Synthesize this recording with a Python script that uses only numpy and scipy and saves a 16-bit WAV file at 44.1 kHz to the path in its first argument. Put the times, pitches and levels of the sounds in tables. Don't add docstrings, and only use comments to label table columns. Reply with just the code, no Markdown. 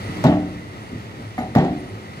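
import sys
import numpy as np
from scipy import signal
from scipy.fft import rfft, irfft, next_fast_len
from scipy.io import wavfile
from scipy.ndimage import map_coordinates

SR = 44100
rng = np.random.default_rng(int(sys.argv[2]) if len(sys.argv) > 2 else 0)


def boost_factor(decibels):
    exponent = np.asarray(decibels, float) / 20
    return 10 ** exponent


def inscribe(sig):
    pcm = np.round(np.clip(np.atleast_2d(sig).T, -1, 1) * 32767)
    wavfile.write(sys.argv[1], SR, pcm.astype(np.int16))


N = 97020

# start in seconds, ring in dB, boom in dB, crack in dB.
FIRST_SLAM = [
    (.240, -44, -15.5, -15.5),
    (.249, -15.5, -17, -29),
    (.268, -23, -24, -28),
    (.324, -24.5, -27.5, -49),
]
SECOND_SLAM = [
    (1.551, -35, -17.5, -18.5),
    (1.560, -13.5, -19.5, -36),
    (1.584, -28.5, -21.5, -30.5),
    (1.648, -33, -30.5, -36.5),
]
LATCH_CLANK = [
    (1.379, -16.5, -30, -37),
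    (1.3897, -24, -33, -35.5),
    (1.411, -27.5, -38, -44),
    (1.4205, -26.5, -39, -47),
    (1.433, -30.5, -43, -50),
]
# frequency in Hz, level in dB, t60 in seconds.
BED_LOW_MODES = [(98.2, -4, 1), (265.5, -9, 0.93), (368.7, -14, 0.88), (500, -10, 0.78), (612, -11, 0.52),
                 (635, -8, 0.65), (667, -13, 0.49), (733, -10, .4), (759, -7, 0.55), (797, -6.5, 0.29),
                 (1012, -22, 0.25), (1123, -12.5, 0.25)]
BED_HIGH_MODES = [(151.3, 2.5, 0.46), (259.5, -8, 0.79), (373, -9.5, 1), (495, -11, 0.46), (625, -6, 0.34),
                  (714, -9.5, 0.62), (771, -2.5, 0.41), (811, -7.5, 0.46), (883, -14, 0.31),
                  (993, -18, 0.12), (1134, -15.5, 0.34), (1350, -22, 0.29)]
LATCH_MODES = [(626, -11, 0.14), (739, 1, 0.12), (763, -11, 0.42), (800, -10, 0.23), (1235, -14, 0.061),
               (1480, -20, .1), (1755, -19.5, 0.083), (2130, -12, 0.098), (2380, -23, 0.056)]
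BED_CYCLES, LATCH_CYCLES, GATE_CYCLES = 1.9, 3, 0.3
BEAT_DB, BEAT_RATE = 2, 14
DRIFT_RAD, DRIFT_RATE, DRIFT_AFTER_S = .45, 20, .04
REBOUND_FROM_HZ = 340
# frequency in Hz, level in dB.
PLATE_COLOUR = [(30, -2), (140, -5.5), (300, -0.5), (450, -15.5), (720, -1), (1100, -20), (4000, -32.5),
                (15500, -61)]
# frequency in Hz, t60 in seconds.
PLATE_T60 = [(60, 1), (250, 1), (800, 0.48), (3000, 0.6), (9000, 0.24)]
# frequency in Hz, level in dB.
CRACK_COLOUR = [(300, -32), (900, 12.5), (2000, -4.5), (8000, -13), (10000, -23.5), (14000, -16),
                (16000, -22)]
REBOUND_DULLING = [(3000, 7), (7500, 6), (9000, -20), (16000, -13)]
BOOM_RISE_S, CRACK_T60_S = 0.0022, .028

SLAP_S = [
    .248,
    1.56,
]
SLAP_DB = -10
# frequency in Hz, level in dB, t60 in seconds.
FIRST_GATE_MODES = [(138.5, 1, 0.16), (240, 2, 0.075), (604, -14, 0.26), (874, -10, 0.3)]
SECOND_GATE_MODES = [(126.7, 0, 0.17), (213, 4, 0.11), (244, -2.5, 0.15), (721, -3.5, 0.15),
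                     (406, -12, 0.34)]
EDGE_MODES = [(617.4, -17.5, 0.11), (873, -23, 0.052), (1162, -30, .08), (1740, -29.5, 0.038)]
HOLLOW_MODES = [(203.7, -17.5, 0.23), (235.5, -2.5, 0.13), (459, -23, 0.16)]
FLOOR_MODES = [(180.7, 0, 0.61), (298.8, -2.5, 0.81)]
FLOOR_DB = [
    -10,
    -15,
]
CLIMB, CLIMB_S = .3, 0.0219
EDGE_S = [
    .241,
    .324,
    1.551,
]
EDGE_DB = [
    4,
    0,
    1.5,
]
# start in seconds, level in dB.
HOLLOW_HITS = [(1.386, -12.5), (1.9, -37.5), (1.2, -33), (1.6, -25), (0.3, -13), (.915, -30), (.935, -31.5),
               (.952, -28), (1.640, -22), (1.667, -25), (1.696, -17)]
FLOOR_NUDGES = [
    (.09, -31.5),
    (0.166, -25),
    (.905, -39.5),
    (1.72, -33),
    (1.829, -30),
]

# start in seconds, level in dB.
SOFT_KNOCKS = [
    (0.082, -24),
    (.165, -25),
    (0.198, -32),
    (0.221, -26),
    (.908, -28.5),
    (.925, -27),
    (0.954, -27),
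]
# frequency in Hz, level in dB.
KNOCK_COLOUR = [(40, 2.5), (150, 9.5), (260, 5), (400, -1), (800, -42), (3000, -100)]
KNOCK_RISE_S, KNOCK_T60_S = 0.0013, 0.14
THUMPS_S = [
    .268,
    1.578,
    1.39,
]
THUMP_DB = [
    -42,
    -25,
    -39,
]
THUMP_HZ, THUMP_S = 55, .012
# start in seconds, frequency in Hz.
PINS = [
    (1.385, 11400),
    (1.408, 11400),
    (1.386, 7100),
    (1.398, 6950),
    (1.405, 4020),
]
PIN_DB = [-44.5, -53, -50, -45, -44]
PIN_T60_S = [.07, .06, 0.047, .06, 0.087]

# start in seconds, level in dB, t60 in seconds.
RATTLES = [
    (.243, -33, 0.43),
    (1.379, -37.5, 0.14),
    (1.552, -34, 0.34),
    (1.62, -40, 0.22),
]
RATTLE_RATE, RATTLE_SPREAD_DB = 900, 4
# frequency in Hz, level in dB.
GRIT_COLOUR = [(500, -4.5), (1300, 11.5), (2500, -5), (4000, -26), (7500, -3), (9000, -59), (16000, -41)]
# start in seconds, frequency in Hz, level in dB.
TICKS = [
    (.267, 3730, -30),
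    (.280, 2010, -44),
    (0.297, 3030, -34),
    (0.323, 2930, -34),
    (1.584, 3300, -31),
    (1.589, 1950, -27),
    (1.623, 4140, -45),
    (1.648, 4500, -46),
    (1.657, 3670, -46),
    (1.742, 1510, -49),
]
TICK_T60_S = 0.09

# time in seconds, level in dB.
ENGINE_LEVEL = [
    (0, -27.5),
    (.24, -27.5),
    (.36, -33),
    (0.699, -33),
    (1.3, -33.5),
    (1.9, -34),
    (2.2, -32.5),
]
FIRING_HZ, JITTER = 108.3, 0.049
CYLINDERS_DB = [2.5, 1.5, -10, 1.5, 0.5, -4.5]
# frequency in Hz, level in dB.
EXHAUST_COLOUR = [(25, -31), (55, 1), (108, 8.5), (260, -1.5), (420, -6), (800, -21.5), (2000, -44)]
ROAR_COLOUR = [(25, -42), (55, 2), (200, -2.5), (400, -9), (900, -14), (1700, -31), (4000, -63)]
CLATTER_COLOUR = [(300, -56.5), (1250, 1), (1750, -7), (2100, -2.5), (2500, -5.5), (4200, -9.5),
                  (7500, -16.5), (15500, -28.5)]
EXHAUST_DB, ROAR_DB, CLATTER_DB = -7, -3, -11.5
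GATED = 0.088
# frequency in Hz, width in Hz, level over the engine in dB.
WHINES = [(106.2, 25, -6.5), (1281, 43, -24), (2940, 11, -41), (9120, 28, -33), (2028, 135, -20.5)]

# frequency in Hz, likeness from 0 to 1.
ENGINE_ALIKE = [(60, 0.92), (200, 0.96), (700, 0.66), (1300, 0.51), (2000, 0.72), (5000, 0.43),
                (12000, 0.54)]
BED_ALIKE = [(100, .999), (900, 1), (2000, 0.72), (6000, 0.067), (12000, 0.5)]
ENGINE_LAG_S, BED_LAG_S, LAG_FROM_HZ = 0.0004664, .00017, 500
# frequency in Hz, level in dB.
RIGHT_MIC = [(100, 0), (1300, -1), (2400, 0), (5400, -3.5), (6100, -9.5), (7700, -28), (8600, -38),
             (13500, -12.5)]
PORT_HZ, PORT_WIDTH_HZ, PORT_GAIN = 1860, 128, 2.38
LOW_CUT_HZ, TOP_HZ = 43, 15900
CEILING, HARD = 1.0, 9


def unit(x):
    return x / np.sqrt(np.mean(x ** 2) + 1e-20)


def along(points, hz):
    f, v = np.transpose(points)
    return np.interp(np.log(hz + 1), np.log(f + 1), v)


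def filtered(x, response):
    m = next_fast_len(x.shape[-1] + 8192)
    return irfft(rfft(x, m) * response(np.fft.rfftfreq(m, 1 / SR)), m)[..., :x.shape[-1]]


def causal(points):
    def response(hz):
        cepstrum = irfft(np.log(boost_factor(along(points, hz))))
        half = len(cepstrum) // 2
        cepstrum[1:half] *= 2
        cepstrum[half + 1:] = 0
        return np.exp(rfft(cepstrum))
    return response


def wobble(rate, size=None):
    size = size or N
    knots = rng.standard_normal(int(size * rate / SR) + 4)
    order = 3 if size == N else 1
    return map_coordinates(knots, [np.arange(size) * rate / SR], order=order)


def add(track, s, sound):
    part = track[:, round(s * SR):][:, :sound.shape[1]]
    part += sound[:, :part.shape[1]]


def ring(modes, cycles, size=30000, climb=0):
    t = np.arange(size) / SR
    loose = 1 - np.exp(-t / DRIFT_AFTER_S)
    climbing_t = t - climb * CLIMB_S * (1 - np.exp(-t / CLIMB_S))
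    tone = 0
    for hz, db, t60 in modes:
        level = boost_factor(db - 60 * t / t60 + BEAT_DB * loose * wobble(BEAT_RATE, size=size))
        build_up = 1 - np.exp(-t * hz / cycles)
        drift = DRIFT_RAD * loose * wobble(DRIFT_RATE, size=size)
        tone = tone + level * build_up * np.sin(2 * np.pi * hz * climbing_t + drift)
    fade_out = np.minimum(1, 10 * (t[-1] - t))
    return tone * fade_out * [[1], [.3]]


def dying(colour, t60):
    hz, t, z = signal.stft(rng.standard_normal((2, SR)), SR, nperseg=512)
    z = z * boost_factor(along(colour, hz))[:, None]
    z = z / np.sqrt(np.mean(abs(z) ** 2) * len(hz))
    decay = boost_factor(-60 * t / t60(hz)[:, None])
    return signal.istft(z * decay, SR, nperseg=512)[1][:, :SR]


def struck(contacts, modes, damping, cycles):
    out, t = np.zeros((2, N)), np.arange(SR) / SR
    rise = 1 - np.exp(-t / BOOM_RISE_S)
    for k, (s, ring_db, boom_db, crack_db) in enumerate(contacts):
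        boom = dying(PLATE_COLOUR, lambda hz: damping * along(PLATE_T60, hz))
        crack = unit(filtered(rng.standard_normal((2, SR)), causal(CRACK_COLOUR)))
        crack = crack * boost_factor(-60 * t / CRACK_T60_S)
        if k:
            crack = filtered(crack, causal(REBOUND_DULLING))
        if k > 1:
            modes = [m for m in modes if m[0] > REBOUND_FROM_HZ]
        add(out, s, boost_factor(ring_db) * ring(modes, cycles))
        add(out, s, rise * boost_factor(boom_db) * boom + boost_factor(crack_db) * crack)
    return out


def slams():
    out = struck(FIRST_SLAM, BED_LOW_MODES, 0.78, BED_CYCLES)
    out = out + struck(SECOND_SLAM, BED_HIGH_MODES, 0.89, BED_CYCLES)
    return out + struck(LATCH_CLANK, LATCH_MODES, 0.9, LATCH_CYCLES)


def panels():
    out = np.zeros((2, N))
    for s, modes in zip(SLAP_S, [FIRST_GATE_MODES, SECOND_GATE_MODES]):
        add(out, s, boost_factor(SLAP_DB) * ring(modes, GATE_CYCLES, size=15000))
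    for s, db in zip(SLAP_S, FLOOR_DB):
        add(out, s, boost_factor(db) * ring(FLOOR_MODES, GATE_CYCLES, climb=CLIMB))
    for s, db in HOLLOW_HITS:
        add(out, s, boost_factor(db) * ring(HOLLOW_MODES, GATE_CYCLES, size=10000))
    for s, db in FLOOR_NUDGES:
        add(out, s, boost_factor(db) * ring(FLOOR_MODES, BED_CYCLES))
    for s, db in zip(EDGE_S, EDGE_DB):
        add(out, s, boost_factor(db) * ring(EDGE_MODES, GATE_CYCLES, size=10000))
    return out


def knocks():
    out, t = np.zeros((2, N)), np.arange(SR) / SR
    rise = 1 - np.exp(-t / KNOCK_RISE_S)
    for s, db in SOFT_KNOCKS:
        add(out, s, boost_factor(db) * rise * dying(KNOCK_COLOUR, lambda hz: KNOCK_T60_S + 0 * hz))
    swell = (t / THUMP_S) ** 2 * np.exp(2 - 2 * t / THUMP_S)
    for s, db in zip(THUMPS_S, THUMP_DB):
        add(out, s, boost_factor(db) * swell * np.sin(2 * np.pi * THUMP_HZ * t) * [[1], [0]])
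    for (s, hz), db, t60 in zip(PINS, PIN_DB, PIN_T60_S):
        pin = np.sin(2 * np.pi * hz * t + 1.3 * wobble(320, size=SR))
        add(out, s, boost_factor(db - 60 * t / t60) * pin * [[1], [.7]])
    return out


def rattle():
    out, t = np.zeros((2, N)), np.arange(SR) / SR
    for s, db, t60 in RATTLES:
        hits = (rng.random(SR) < RATTLE_RATE / SR) * boost_factor(RATTLE_SPREAD_DB * rng.standard_normal(SR))
        envelope = signal.fftconvolve(hits, boost_factor(-60 * t[:900] / 0.0085))[:SR]
        bursts = envelope * rng.standard_normal((2, SR))
        add(out, s, boost_factor(db - 60 * t / t60) * unit(filtered(bursts, causal(GRIT_COLOUR))))
    t = t[:SR // 10]
    for s, hz, db in TICKS:
        tick = np.sin(2 * np.pi * hz * t + 1.07 * wobble(900, size=len(t)))
        add(out, s, boost_factor(db - 60 * t / TICK_T60_S) * tick * [[1], [.5]])
    return out


def pair(common, own, alike, lag_s):
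    def angle(hz):
        return np.arccos(np.clip(along(alike, hz), -1, 1)) / 2
    mid = filtered(common, lambda hz: np.cos(angle(hz)))
    side = filtered(own, lambda hz: np.sin(angle(hz)))
    right = filtered(mid - side, lambda hz: np.exp(-2j * np.pi * hz * lag_s))
    return np.array([mid + side, right])


def engine_once(firing, gate):
    def coloured(x, points):
        return unit(filtered(x, causal(points)))
    out = boost_factor(EXHAUST_DB) * coloured(firing, EXHAUST_COLOUR)
    out = out + boost_factor(ROAR_DB + 1.8 * wobble(8.95)) * coloured(rng.standard_normal(N), ROAR_COLOUR)
    clatter = coloured(rng.standard_normal(N) * (1 + GATED * gate), CLATTER_COLOUR)
    out = out + boost_factor(CLATTER_DB + 0.49 * wobble(12.32)) * clatter
    for hz, width, db in WHINES:
        whine = filtered(rng.standard_normal(N), lambda f: 1 / (1 + (2 * (f - hz) / width) ** 2))
        out = out + boost_factor(db + 3.3 * wobble(7.2)) * unit(whine)
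    return out


def engine():
    k = np.arange(int(FIRING_HZ * N / SR))
    chance = rng.standard_normal((len(k), 2))
    firing = np.zeros(N)
    at = ((k + .5 + JITTER * chance[:, 0]) * SR / FIRING_HZ).astype(int)
    firing[np.clip(at, 0, N - 1)] = boost_factor(np.array(CYLINDERS_DB)[k % 6] + 0.86 * chance[:, 1])
    gate = unit(signal.fftconvolve(firing, boost_factor(-60 * np.arange(2000) / SR / 0.016))[:N])
    common = engine_once(firing, gate)
    own = engine_once(rng.standard_normal(N), gate)
    left, right = pair(common, own, ENGINE_ALIKE, 0)

    def late(hz):
        return np.exp(-2j * np.pi * hz * ENGINE_LAG_S * hz ** 2 / (hz ** 2 + LAG_FROM_HZ ** 2))
    s, db = np.transpose(ENGINE_LEVEL)
    gain = boost_factor(np.interp(np.arange(N) / SR, s, db))
    return gain * np.array([left, filtered(right, late)])


def scene():
    common, own = slams() + panels() + knocks() + rattle()
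    return pair(common, own, BED_ALIKE, BED_LAG_S) + engine()


def roll_off(x):
    return signal.sosfilt(signal.butter(12, 16270, fs=SR, output="sos"), x)


def record(dry):
    def right_response(hz):
        port = 1 + PORT_GAIN / (1 + (2 * (hz - PORT_HZ) / PORT_WIDTH_HZ) ** 2)
        return boost_factor(along(RIGHT_MIC, hz)) * port
    x = np.array([dry[0], filtered(dry[1], right_response)])
    x = filtered(x, lambda hz: (1j * hz / (LOW_CUT_HZ + 1j * hz)) ** 4 * (hz < TOP_HZ))
    x = x / (1 + abs(x / CEILING) ** HARD) ** (1 / HARD)
    return roll_off(x)


dry = scene()
out = record(dry)
inscribe(out)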